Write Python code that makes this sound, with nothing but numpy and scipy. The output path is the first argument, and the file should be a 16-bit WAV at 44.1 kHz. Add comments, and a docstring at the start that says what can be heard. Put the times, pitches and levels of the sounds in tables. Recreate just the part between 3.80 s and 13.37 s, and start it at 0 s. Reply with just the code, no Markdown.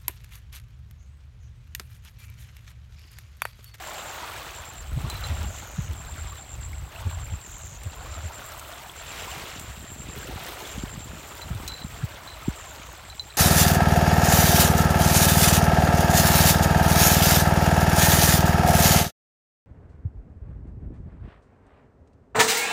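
"""Small waves lap on a stony lake shore: bubbles ring as each one gulps, sloshes, splashes and fizzes.
Gusts rumble on the microphone and single eddies buffet it with brief swings of pressure.
Crickets chirp and trill in the dry stones by scraping their wings. A loose pellet jingles now and then
in a small bite bell on a fishing rod, and tackle and pebbles tick."""
import sys
import numpy as np
from scipy import signal
from scipy.fft import rfft, irfft, next_fast_len
from scipy.io import wavfile
from scipy.ndimage import uniform_filter1d

SR = 44100
rng = np.random.default_rng(int(sys.argv[2]) if len(sys.argv) > 2 else 0)


def file_out(sig):
    """Save sig as 16-bit WAV at sys.argv[1]."""
    # one column per channel
    cols = np.atleast_2d(sig).T
    # limit, then scale
    lim = np.clip(cols, -1, 1)
    pcm = np.round(lim * 32767).astype(np.int16)
    wavfile.write(sys.argv[1], SR, pcm)


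N = 422037

# Waves running up the shore. Each row: break, start of ebb and rise time in seconds,
# then relative levels of gulp, slosh, splash and fizz in dB.
SHORE_WAVES = [(.06, .57, .12, -57.5, -41, -44.5, -52.5), (1.33, 1.62, .16, -56, -44, -46.5, -54.5),
               (2.27, 2.39, .23, -60, -49.5, -55, -61), (3.14, 3.23, .03, -67, -47, -52, -59),
               (4.24, 4.38, .18, -57.5, -46, -52, -66), (4.69, 4.93, .26, -61, -47.5, -51, -53.5),
               (5.41, 5.58, .19, -51, -43, -42.5, -50), (6.7, 6.84, .42, -48.5, -45, -44, -51),
               (7.52, 7.89, .33, -54.5, -47, -51, -55), (8.26, 8.98, .22, -57, -48.5, -51.5, -60.5)]
# Ripples between waves: relative levels of gulp, slosh, splash and fizz in dB.
RIPPLE_DB = (-64, -52.5, -54, -59.5)
DRAIN_S = .35   # water runs back between the stones


def waves():
    """Each wave gulps and splashes as it breaks, sloshes among the stones and fizzes as foam bursts."""
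    # Spectra of the four parts. Each row: frequency in Hz, relative density in dB.
    gulp_spectrum = [(230, -6.5), (340, 0.5), (430, -0.5), (600, -1)]   # big air pockets under the breaking wave
    slosh_spectrum = [(120, -9), (260, -13.5), (490, -9), (630, -1.5), (850, -4), (1400, -4), (2000, -14.5),
                      (4000, -14.5)]
    splash_spectrum = [(700, -0.5), (1400, -2), (2000, -0.5), (2900, -0.5), (4000, -4.5), (5000, -10),
                       (6500, -9.5), (9000, -13)]
    fizz_spectrum = [(3500, 6), (5000, -0.5), (8000, 4.5), (9200, 2), (10400, -2.5), (11800, 3.5),
                     (14800, 4.5), (16000, 4)]
    gulp_db, slosh_db, splash_db, fizz_db = surge_levels_db(SHORE_WAVES, DRAIN_S, RIPPLE_DB)
    busy = from_db(.8 * (splash_db - np.mean(splash_db)))   # a breaking wave makes more bubbles
    pockets = grains(110 * busy, 247, 570, cycles=20.3, spread_db=2.0, count=12)
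    gulp = coloured(pockets, gulp_spectrum)
    large = grains(800 * busy, 296.4, 2207, cycles=27.5, spread_db=3.0, count=44)
    slosh = water(large, slosh_spectrum, wash_db=5.5, churn_db=.5, churn_hz=7.7)
    small = grains(800 * busy, 1297, 7700, cycles=28, spread_db=2.5)
    splash = water(small, splash_spectrum, wash_db=4.0, churn_db=1.4, churn_hz=18)
    foam = grains(900 * busy, 4100, 17200, cycles=15, spread_db=4.0)
    fizz = water(foam, fizz_spectrum, wash_db=1.5, churn_db=1.73, churn_hz=34)
    return (from_db(gulp_db) * gulp + from_db(slosh_db - 0.1) * slosh
            + from_db(splash_db + 2.14) * splash + from_db(fizz_db + 2.5) * fizz)


def water(bubbles, spectrum, wash_db, churn_db, churn_hz):
    """Near bubbles over the smooth wash of the farther shore, both churning."""
    wash = from_db(wash_db) * rng.standard_normal(N)
    return coloured(bubbles + wash, spectrum) * from_db(churn_db * drift(churn_hz))


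def plops(count=480, offset_db=-2, spread_db=3.0):
    """Single bubbles stand out from the wash; a running wave makes more and louder ones."""
    # Loudest single bubbles among the stones. Each row: start in seconds, level in dB, initial pitch in Hz.
    loud_bubbles = [(.43, -32.5, 910), (2.52, -37.5, 1100), (2.931, -37, 2100), (3.16, -35, 2560),
                    (3.203, -41, 850), (4.258, -38.5, 1075), (5.096, -33, 3160), (6.359, -42, 397),
                    (6.428, -35, 1510), (6.45, -39.5, 498)]
    out = np.zeros(N)
    for s, db, hz in loud_bubbles:
        add(out, s, from_db(db) * bubble(hz))
    slosh_db = surge_levels_db(SHORE_WAVES, DRAIN_S, RIPPLE_DB)[1]
    usual_db = .75 * slosh_db + .25 * np.mean(slosh_db) + offset_db
    stirred = np.cumsum(from_db(slosh_db))
    for when, pitch, rarity in rng.random((count, 3)):
        at = np.searchsorted(stirred, when * stirred[-1])
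        db = usual_db[at] - spread_db * np.log(max(rarity, .04)) - 3 * pitch   # small ones are fainter
        add(out, at / SR, from_db(db) * bubble(700 * 5.2 ** pitch))
    return out


def bubble(hz, cycles=30, rise=0.21):
    """A bubble rings at birth; its pitch climbs as it nears the surface."""
    t = np.arange(int(0.96 * cycles / hz * SR)) / SR
    age = t * hz / cycles
    envelope = 2 * (1 - np.exp(-14 * age)) * np.exp(-4 * age)
    return envelope * np.sin(2 * np.pi * hz * np.cumsum(1 + rise * age) / SR)


def wind(fade_s=0.084):
    """Turbulence at the microphone: low rumble and a flutter of small eddies."""
    # Each row: start of hold, end of hold and rise time in seconds, relative rumble and flutter in dB.
    gusts = [(1.12, 1.72, .12, -39, -48.5), (2.0, 2.486, 0.08, -42, -56.5), (2.8, 3.0, 0.078, -40.5, -59),
             (3.247, 3.55, 0.082, -41.5, -71), (3.85, 4.48, 0.094, -46, -73), (6.1, 6.6, 0.76, -50, -45),
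             (7.0, 7.3, .06, -46, -44.5), (7.699, 7.844, 0.074, -44, -43), (8.043, 8.2, 0.046, -47, -50)]
    # Between gusts: relative rumble and flutter in dB.
    breeze_db = (-53.5, -58)
    # Each row: frequency in Hz, relative density in dB.
    rumble_spectrum = [(22, -18), (35, -8), (50, -0.5), (74, 2.5), (100, -3.5), (140, -11.5), (220, -29.5),
                       (400, -45)]
    rumble_db, flutter_db = surge_levels_db(gusts, fade_s, breeze_db)
    rumble = coloured(rng.standard_normal(N), rumble_spectrum)
    rumble *= from_db(rumble_db + 5.0 + 2.0 * drift(rate_hz=11.0))
    eddies = grains(90, 58, 368, cycles=2.7, spread_db=2.5, count=8)
    flutter = coloured(eddies, [(60, -31), (120, -3.5), (220, -7.5), (450, -13.5)])
    return rumble + from_db(flutter_db) * flutter


def buffets(width_s=0.0089, width_slope=1.94, sag=.15, tail=1.22, tear_db=-21, wake_db=-11, wake_hz=58):
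    """An eddy is a brief, ragged swing of pressure; sharp ones sink in pitch and leave a low wake."""
    # Strongest eddies. Each row: centre in seconds, relative level in dB, pitch at the centre in Hz.
    eddies = [(1.126, -29, 89), (1.177, -14.5, 114), (1.247, -18.5, 126.6), (1.521, -18.5, 81.7),
              (1.638, -19.5, 67.3), (1.992, -15, 139), (2.11, -21, 85.1), (2.94, -26, 74.2),
              (3.271, -14, 89.3), (3.534, -20, 85), (4.07, -20.5, 95.4), (4.456, -21.5, 84.6),
              (6.29, -27, 175.5), (6.982, -23.5, 185.7), (7.039, -18.5, 202), (7.179, -24.5, 144),
              (7.713, -22.5, 140.7), (7.76, -22.5, 99.4), (8.05, -21.5, 166.7), (8.242, -16, 119.2),
              (8.685, -10.5, 198)]
    out, edge = np.zeros(N), np.zeros(N)
    t = np.arange(-SR // 10, SR // 10) / SR
    for (s, db, hz), start_turn in zip(eddies, rng.random(len(eddies))):
        sharpness = hz / 100
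        age = t * sharpness ** width_slope / width_s
        turns = np.cumsum(hz * np.exp(-2 * sag * sharpness ** 1.5 * np.tanh(age / 2))) / SR
        skewed_age = np.where(age < 0, age * tail, age)   # rises faster than it falls
        envelope = 1 / np.cosh(np.clip(skewed_age, -20, 20))
        swing = envelope * np.sin(2 * np.pi * (turns + start_turn))
        wake_gain = from_db(wake_db) * min(sharpness - .6, 1)
        wake = wake_gain * np.exp(-((t - .009) / 0.02) ** 2) * np.sin(2 * np.pi * wake_hz * t)
        add(out, s + t[0], from_db(db - 2.5) * (swing + wake))
        add(edge, s + t[0], from_db(db + tear_db) * sharpness * envelope ** 2)
    tearing = coloured(rng.standard_normal(N), [(150, 9.0), (240, -1.5), (340, -6.5), (600, -12.5)])
    return out + edge * tearing


def crickets(scatter_db=-11, decay_s=0.02):
    """Crickets chirp and trill; the stones scatter their song."""
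    song = chirping_crickets() + trilling_cricket()
    echoes = rng.standard_normal(SR // 20) * np.exp(-np.arange(SR // 20) / SR / decay_s)
    scattered = signal.fftconvolve(song, echoes / np.linalg.norm(echoes))[:N]
    return song + from_db(scatter_db) * scattered


def chirping_crickets(period_s=.105, near_hz=7360, far_hz=(8020, 7380), far_db=(-51, -50)):
    """One near cricket chirps in bouts; two faint ones never rest."""
    # Each row: first and last chirp in seconds, relative level in dB.
    bouts = [(0.044, 0.256, -38.5), (0.742, 0.95, -38.5), (1.427, 1.743, -38.5), (2.163, 2.568, -38),
             (2.688, 2.806, -36.5), (3.295, 3.817, -38), (4.309, 4.636, -38.5), (5.159, 5.472, -38),
             (6.071, 6.387, -37.5), (6.875, 7.189, -37.5), (7.919, 8.135, -43.5), (8.648, 8.856, -41.5),
             (9.246, 9.523, -46.5)]
    out = np.zeros(N)
    for first_s, last_s, db in bouts:
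        for s in np.linspace(first_s, last_s, round((last_s - first_s) / period_s) + 1):
            add(out, s, from_db(db) * chirp(near_hz))
    for hz, db in zip(far_hz, far_db):
        for s in np.arange(0, N / SR, period_s):
            add(out, s + rng.normal(0, .012), from_db(db + rng.normal(0, 0.96)) * chirp(hz, fall=0.043))
    return out


def trilling_cricket(strokes_per_s=116, stroke_s=.007):
    """Long runs of quick wing strokes, each run starting softly and gliding in pitch."""
    # Each row: start and end in seconds, first and last pitch in Hz, relative level in dB.
    trills = [(0.102, 0.414, 7100, 6600, -46.5), (1.681, 2.08, 6630, 6540, -43.5),
              (2.798, 3.0, 7670, 7500, -49), (3.651, 3.973, 6700, 6600, -43),
              (3.982, 4.46, 7270, 7150, -47.5), (5.659, 6.206, 7160, 7500, -46),
              (6.783, 7.003, 6900, 6650, -46.5), (7.249, 7.7, 7100, 7200, -47),
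              (8.749, 9.149, 7000, 6500, -48.5)]
    out = np.zeros(N)
    for start_s, end_s, first_hz, last_hz, db in trills:
        for s in np.arange(start_s, end_s, 1 / strokes_per_s):
            hz = np.interp(s, [start_s, end_s], [first_hz, last_hz]) * rng.normal(1, 0.0095)
            fall = np.interp(hz, [6600, 7200], [.3, .11])   # lower strokes sweep further down
            onset = np.sqrt(min((s - start_s) / 0.071 + 0.25, 1))
            jitter_s = rng.normal(0, 0.00043)
            gain = onset * from_db(db + 1.0 + rng.normal(0, 0.76))
            add(out, s + jitter_s, gain * wing_stroke(hz, stroke_s, fall))
    return out


def chirp(hz, stroke_s=.0125, growth_db=0.95, fall=0.1, count=5):
    """A few wing strokes of growing strength."""
    levels_db = growth_db * np.arange(-count, 0) + rng.normal(0, 0.73, count)
    return np.concatenate([
        from_db(db) * wing_stroke(hz * rng.normal(1, 0.004), stroke_s * rng.normal(1, .06), fall)
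        for db in levels_db])


def wing_stroke(hz, length_s, fall, rasp=0.0065):
    """The wing's file slows towards the end of a stroke, so the pitch droops."""
    progress = np.linspace(0, 1, max(int(length_s * SR), 16))
    scrape = uniform_filter1d(rng.standard_normal(len(progress)), size=16) * np.sqrt(16)
    pitch_hz = hz * (1 - fall * (progress ** 2 - 1 / 3) + rasp * scrape)
    return np.sin(np.pi * progress) * np.sin(2 * np.pi * np.cumsum(pitch_hz) / SR)


def bite_bell(rattle_db=-35.5, bounce_s=.011, fade_db=4, max_bounces=24, vary_db=2.0):
    """The loose pellet hits the shell, then rattles softly whatever the blow."""
    # Each row: time in seconds, relative level in dB, rattle length in seconds.
    strikes = [(1.301, -30, .025), (1.3545, -31, 0.028), (1.4394, -26.5, .025), (7.6171, -37, 0.017),
               (7.878, -26.5, 0.16), (8.4753, -33.5, .06), (9.2999, -35.5, .025), (9.396, -21, 0.029),
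               (9.5023, -41, .01)]
    # Each row: frequency in Hz, gain in dB, T60 in seconds.
    shell_modes = [(3860, -6.5, 0.016), (4025, 2.5, 0.039), (4062, -7.5, 0.062), (4170, -6, 0.02),
                   (6320, -24, 0.037)]
    clicks, out = np.zeros(N), np.zeros(N)
    for s, db, rattle_s in strikes:
        add(clicks, s, from_db([db]))
        delays_s = np.cumsum(rng.uniform(0.22, 2.4, max_bounces)) * bounce_s
        for delay_s in delays_s[delays_s < rattle_s]:
            add(clicks, s + delay_s, from_db([rattle_db - fade_db * delay_s / rattle_s]))
    for k, (hz, db, t60_s) in enumerate(shell_modes):
        weights = from_db(db + vary_db * rng.standard_normal(N))   # each touch lands elsewhere
        out += (-1) ** k * ring(clicks * weights, hz, t60_s)
    return out


def ticks(t60_s=0.031, gain_db=-9):
    """Hard contacts of tackle and pebbles: bright cracks that die at once."""
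    # Each row: time in seconds, relative level in dB.
    contacts = [(0.0714, -32), (1.299, -21), (1.6296, -28), (2.132, -31), (4.034, -28.5), (4.719, -30),
                (4.795, -25), (5.796, -24), (6.6645, -26), (7.8778, -17.5), (7.8814, -29), (8.761, -32)]
    # Each row: frequency in Hz, relative density in dB.
    crack_spectrum = [(1200, -29), (2500, 2.5), (4500, 3.5), (7000, 7.5), (9000, 5.5), (11000, -3),
                      (16000, 5.5)]
    envelope, t = np.zeros(N), np.arange(SR // 10) / SR
    for s, db in contacts:
        add(envelope, s, from_db(db + gain_db - 60 * t / t60_s))
    return envelope * coloured(rng.standard_normal(N), crack_spectrum)


def surge_levels_db(rows, release_s, rest_db):
    """Level of each part of a surge that rises, holds and dies away over a steady floor."""
    t = np.arange(0, N, 100) / SR
    power = from_db(rest_db)[:, None] ** 2
    for start_s, end_s, rise_s, *parts_db in rows:
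        attack = np.exp(-(np.maximum(start_s - t, 0) / rise_s) ** 2)
        release = np.exp(-np.maximum(t - end_s, 0) / release_s)
        power = power + np.outer(from_db(parts_db), attack * release) ** 2
    return [np.interp(np.arange(N) / SR, t, db) for db in 10 * np.log10(power)]


def grains(per_s, low_hz, high_hz, cycles, spread_db, count=28):
    """Bubbles or eddies of uneven size, each ringing briefly at one of `count` pitches; rms 1."""
    at = np.flatnonzero(rng.random(N) < per_s / SR)
    sizes = from_db(spread_db * np.minimum(rng.exponential(1, len(at)), 4.5))
    sizes *= rng.choice([-1, 1], len(at))
    pitch_index = rng.integers(0, count, len(at))
    out = np.zeros(N)
    for k, hz in enumerate(np.geomspace(low_hz, high_hz, count)):
        clicks = np.zeros(N)
        clicks[at[pitch_index == k]] = sizes[pitch_index == k]
        out += hz * ring(clicks, hz, cycles / hz)
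    return rms_one(out / np.sqrt(per_s))   # a denser crowd is smoother, not louder


def ring(clicks, hz, t60_s):
    """A unit click starts a decaying sine of height 1."""
    r, w = from_db(-60 / (t60_s * SR)), 2 * np.pi * hz / SR
    return signal.lfilter([0, np.sin(w)], [1, -2 * r * np.cos(w), r * r], clicks + 1e-18)


def coloured(x, spectrum):
    """Filter by (Hz, dB) points, falling 20 dB per octave past the ends; rms 1."""
    hz, db = np.transpose(spectrum)
    size = next_fast_len(len(x))
    octave = np.log2(np.maximum(np.arange(size // 2 + 1) * SR / size, 1))
    beyond = np.abs(octave - np.clip(octave, np.log2(hz[0]), np.log2(hz[-1])))
    gain = from_db(np.interp(octave, np.log2(hz), db) - 20 * beyond)
    return rms_one(irfft(rfft(x, size) * gain, size)[:len(x)])


def drift(rate_hz, hop=40, settle=2000):
    """Slow random wander; rms 1."""
    r = np.exp(-2 * np.pi * rate_hz * hop / SR)
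    noise = rng.standard_normal(N // hop + settle + 2)
    slow = signal.lfilter([1], [1, -2 * r, r * r], noise)[settle:]
    return np.interp(np.arange(N) / hop, np.arange(len(slow)), rms_one(slow))


def add(out, start_s, sound):
    """Mix a short sound in at a time."""
    at = round(start_s * SR)
    first, last = max(at, 0), min(at + len(sound), N)
    if last > first:
        out[first:last] += sound[first - at:last - at]


def from_db(db):
    """Decibels to gain."""
    return 10 ** (np.asarray(db) / 20)


def rms_one(x):
    """Scale to unit power."""
    return x / np.sqrt(np.mean(x ** 2) + 1e-20)


def scene():
    """Open air, one microphone."""
    return (waves() + plops() + wind() + buffets() + crickets() + bite_bell() + ticks())[None]


def record(dry):
    """Steep low-pass on the top treble."""
    cutoff_hz = 15900
    return signal.sosfilt(signal.ellip(10, .2, 70, cutoff_hz, fs=SR, output="sos"), dry)


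dry = scene()
out = record(dry)
file_out(out)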